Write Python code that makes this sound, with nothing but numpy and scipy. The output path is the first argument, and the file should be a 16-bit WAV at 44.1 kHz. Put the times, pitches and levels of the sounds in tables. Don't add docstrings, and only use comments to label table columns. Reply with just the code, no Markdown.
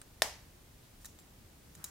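import sys
import numpy as np
from scipy import signal
from scipy.fft import rfft, irfft
from scipy.io import wavfile

SR = 44100
rng = np.random.default_rng(int(sys.argv[2]) if len(sys.argv) > 2 else 0)


def to_wav(sig):
    pcm = np.clip(np.atleast_2d(sig), -1, 1) * 32767
    pcm = np.round(pcm).astype(np.int16)
    wavfile.write(sys.argv[1], SR, pcm.T)


N = 83790

# (frequency [Hz], peak level [dB], t60 [s])
CASE_MODES = [(650, 20, 0.019), (764, 10, 0.032), (1114, 9, 0.034), (1620, 11.5, 0.014), (1804, 18, 0.017),
              (2570, 9.5, .014), (3660, 17.5, 0.0097), (4000, 8, .014), (4690, 13, 0.031),
              (5255, 16.5, 0.045), (6700, 5, 0.03), (7350, 13.5, 0.028), (8750, 11, .014),
              (9100, 8.5, 0.018), (10450, 0, 0.018), (11700, -1, .016)]
# (frequency [Hz], level [dB])
CRACK_COLOUR = [(20, -18), (100, -4), (220, -0.5), (400, -1), (1000, 1), (2000, 3), (4000, 0), (6000, -7.5),
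                (9000, 0), (12000, -14), (16000, -11)]
# (left [Hz], right [Hz])
BENDING_HZ = [4900, 2900]
# (frequency [Hz], energy [dB], t60 [s])
THUMP_MODES = [(185, -24, .016)]
# (frequency [Hz], level [dB])
SHIMMER_COLOUR = [(100, -40), (1000, -11.5), (3000, -5.5), (5500, 3.5), (10000, -7.5), (16000, -18)]
# (frequency [Hz], level [dB])
SEAT_COLOUR = [(100, -25), (700, -4), (1800, 0.5), (4000, -1.5), (10000, 0.5), (16000, -15)]
SNAP_S, SNAP_DB = 0.2204, 3
SHIMMER_DB, SHIMMER_T60_S = -5, 0.039
SEAT_DELAY_S, SEAT_DB, SEAT_T60_S = 0.0017, -4.5, 0.0097

# (time [s], bright clink [dB], dull knock [dB], chatter length [s],
# singing mode [Hz], its energy [dB], its t60 [s])
TICK_EVENTS = [(0.0157, -31.5, -30, 0.0024, 8770, -27, 0.017), (1.0462, -24.5, -32, 0.0031, 1810, -37, .02),
               (1.0551, -20.5, -38.5, .002, 5700, -36, 0.14), (1.0600, -25.5, -40, .0035, 14900, -33, .012),
               (1.188, -32, -35, .013, 7460, -35.5, 0.12), (1.7514, -30, -36, 0.0027, 6900, -35.5, .02),
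               (1.8416, -12.5, -37, .0016, 15100, -19, 0.0098), (1.8457, -20.5, -43, .002, 6630, -23, .014)]
# (frequency [Hz], energy [dB], t60 [s])
BOW_MODES = [(3918, -14.5, 0.038), (5630, -17.5, .03), (6330, -14.5, 0.037), (6770, -15.5, 0.03),
             (7260, -16, 0.049), (8660, -13.5, 0.049)]
# (frequency [Hz], level [dB])
CLINK_COLOUR = [(200, -30), (1500, -29), (3000, -15), (4800, -6.5), (6800, -0.5), (9500, 0), (13000, -4),
                (15000, -0.5), (16000, -8)]
# (frequency [Hz], level [dB])
KNOCK_COLOUR = [(200, -16), (800, -7), (1700, 3), (2600, -11.5), (3600, -4), (6000, -22), (16000, -22)]
# (frequency [Hz], level [dB])
TICK_ROOM_COLOUR = [(200, -30), (1500, -13), (3500, -9), (4800, -8), (6800, 2), (9000, -3), (12000, -5),
                    (16000, -7)]
CLINK_DB, CLINK_T60_S, KNOCK_T60_S = -1, 0.016, 0.027
FIRST_BOUNCE_DB, BOUNCE_STEP_DB = 1, -1.5
TICK_ROOM_DB = -8

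# (time [s], length [s], level [dB], centre [Hz], width [octaves])
RUB_EVENTS = [(0.79, .12, -71.5, 3500, .5), (0.992, 0.072, -64, 6950, 1), (1.614, 0.34, -69, 6940, 1),
              (1.75, 0.21, -61, 1320, 0.51)]
# (time [s], length [s], level [dB], centre [Hz], width [octaves])
GRIP_EVENTS = [(0.172, 0.34, -63, 40.3, .5), (0.563, 0.19, -62, 77, 0.15), (.84, 0.31, -64.5, 34.5, 0.18),
               (1.154, 0.207, -65, 150, 0.89), (1.373, 0.094, -60.5, 134, 0.43),
               (1.753, 0.079, -56.5, 158, 0.32)]

# (frequency [Hz], t60 [s])
ROOM_T60 = [(150, 0.23), (700, 0.37), (2000, 0.45), (5500, 0.42), (8000, 0.31), (15000, 0.27)]
# (frequency [Hz], level [dB])
SNAP_ROOM_COLOUR = [(100, -15), (330, -4.5), (620, 7), (850, 9.5), (1080, 5.5), (1300, -4), (1800, 4),
                    (2600, -1), (4000, -1.5), (5600, 1.5), (8000, -1), (11000, -4.5), (16000, -13)]
# (frequency [Hz], correlation [0-1])
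ROOM_SAME = [(200, 0.93), (800, 0.91), (1600, 0.31), (12000, 0.15)]
# (frequency [Hz], relative spectral density [dB])
AIR_COLOUR = [(10, -26), (30, -5), (50, -8), (75, -4), (130, -9), (250, -14), (500, -20), (1200, -25.5),
              (3000, -28.5), (8000, -30.5), (16000, -32.5)]
# (frequency [Hz], correlation [0-1])
AIR_SAME = [(60, .995), (160, .93), (500, .4), (1500, .1), (12000, .25)]
SNAP_ROOM_DB, ROOM_RISE_S = -4.5, 0.0092
NEAR_DB, NEAR_T60_S = -23.5, 0.034
AIR_DB = -58
METAL_SAME, MIC_LEAD_S = 0.2, 20e-6
EDGE_HZ = 15900
RING_T_S = np.arange(4096) / SR


def snap():
    out = np.zeros((2, N))
    add(out, SNAP_S, amp(SNAP_DB) * struck_case())
    add(out, SNAP_S, ring(THUMP_MODES))
    add(out, SNAP_S, amp(SHIMMER_DB) * fine_ring(SHIMMER_COLOUR, SHIMMER_T60_S))
    add(out, SNAP_S + SEAT_DELAY_S, amp(SEAT_DB) * fine_ring(SEAT_COLOUR, SEAT_T60_S))
    add(out, SNAP_S, amp(SNAP_ROOM_DB) * room_tail(SNAP_ROOM_COLOUR))
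    return out


def struck_case(size=4096):
    hz = abs(np.fft.fftfreq(size, 1 / SR)) + 1
    power = amp(read(CRACK_COLOUR, hz)) ** 2
    for mode_hz, db, t60_s in CASE_MODES:
        q = np.pi * mode_hz * t60_s / np.log(1000)
        detuning = hz / mode_hz - mode_hz / hz
        power = power + amp(db) ** 2 / (1 + (q * detuning) ** 2)
    log_gain = np.log(power) / 2
    spectrum = np.exp(np.conj(signal.hilbert(log_gain)))
    causal = np.fft.ifft(spectrum).real[:size // 2]
    poles = np.exp(-2 * np.pi * np.array(BENDING_HZ) / SR)
    return unit(np.array([signal.lfilter([-p, 1], [1, -p], causal) for p in poles]))


def ticks(count=4):
    out = np.zeros((2, N))
    bounce = np.arange(count)
    later = bounce > 0
    strength = unit(amp(later * (FIRST_BOUNCE_DB + BOUNCE_STEP_DB * (bounce - 1))))
    for time_s, clink_db, knock_db, length_s, *singing in TICK_EVENTS:
        bow = amp(clink_db) * ring(BOW_MODES)
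        knock = amp(knock_db) * fine_ring(KNOCK_COLOUR, KNOCK_T60_S)
        add(out, time_s, bow + ring([singing]) + knock)
        jitter = later * rng.uniform(-0.3, 0.3, count)
        delays_s = length_s * (bounce + jitter) / (count - 1)
        for delay_s, gain in zip(delays_s, strength):
            clink = fine_ring(CLINK_COLOUR, CLINK_T60_S)
            add(out, time_s + delay_s, gain * amp(clink_db + CLINK_DB) * clink)
        add(out, time_s, amp(clink_db + TICK_ROOM_DB) * room_tail(TICK_ROOM_COLOUR))
    return out


def ring(modes):
    t = RING_T_S + np.array([[0], [MIC_LEAD_S]])
    out = 0
    for hz, db, t60_s in modes:
        sine = np.sin(2 * np.pi * hz * t) * decay(t, t60_s)
        out = out + amp(db) * unit(sine)
    return out


def fine_ring(colour, t60_s):
    crowd = noise(len(RING_T_S), lambda hz: read(colour, hz), [(1000, METAL_SAME)])
    return unit(crowd * decay(RING_T_S, t60_s))


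def fingers():
    out = np.zeros((2, N))
    t = np.arange(N) / SR
    for time_s, length_s, db, centre_hz, width_octaves in RUB_EVENTS + GRIP_EVENTS:
        def band_db(hz):
            widths = np.log2((hz + 1) / centre_hz) / width_octaves
            return -20 * np.log10(1 + widths ** 2)
        swell = np.sin(np.pi * np.clip((t - time_s) / length_s, 0, 1))
        out += amp(db) * noise(N, band_db, AIR_SAME) * swell
    return out


def scatter(x):
    near = noise(len(RING_T_S), np.zeros_like, ROOM_SAME) * decay(RING_T_S, NEAR_T60_S)
    return signal.fftconvolve(x.mean(0)[None], amp(NEAR_DB) * unit(near), axes=1)[:, :N]


def room_tail(colour, size=256):
    count = SR // 2
    steady = noise(count, lambda f: read(colour, f), ROOM_SAME)
    hz, t, bins = signal.stft(steady, SR, nperseg=size)
    bins = bins * decay(t, read(ROOM_T60, hz)[:, None])
    tail = signal.istft(bins, SR, nperseg=size)[1][:, :count]
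    rise = np.minimum(np.arange(count) / SR / ROOM_RISE_S, 1)
    return unit(tail * rise)


def room_tone():
    return amp(AIR_DB) * noise(N, lambda hz: read(AIR_COLOUR, hz), AIR_SAME)


def noise(count, colour_db, same):
    hz = np.fft.rfftfreq(count, 1 / SR)
    mid, side = rfft(rng.standard_normal((2, count)))
    c = np.clip(read(same, hz), -1, 1)
    mid, side = mid * np.sqrt(1 + c), side * np.sqrt(1 - c)
    stereo = np.array([mid + side, mid - side])
    return unit(irfft(stereo * amp(colour_db(hz)), count)) * np.sqrt(count)


def decay(t, t60_s):
    return np.exp(-np.log(1000) * t / t60_s)


def amp(db):
    return 10 ** (np.asarray(db) / 20)


def read(points, hz):
    f, value = np.transpose(points)
    return np.interp(np.log(hz + 1), np.log(f + 1), value)


def unit(x):
    return x / np.sqrt(np.mean(np.sum(x ** 2, -1)) + 1e-20)


def add(mix, time_s, sound):
    part = mix[:, max(round(time_s * SR), 0):][:, :sound.shape[1]]
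    part += sound[:, :part.shape[1]]


def scene():
    watch = snap() + ticks()
    return watch + scatter(watch) + fingers() + room_tone()


def record(dry):
    low_pass = signal.firwin(301, EDGE_HZ, window=("kaiser", 8), fs=SR)
    return signal.oaconvolve(dry, low_pass[None], "same")


dry = scene()
out = record(dry)
to_wav(out)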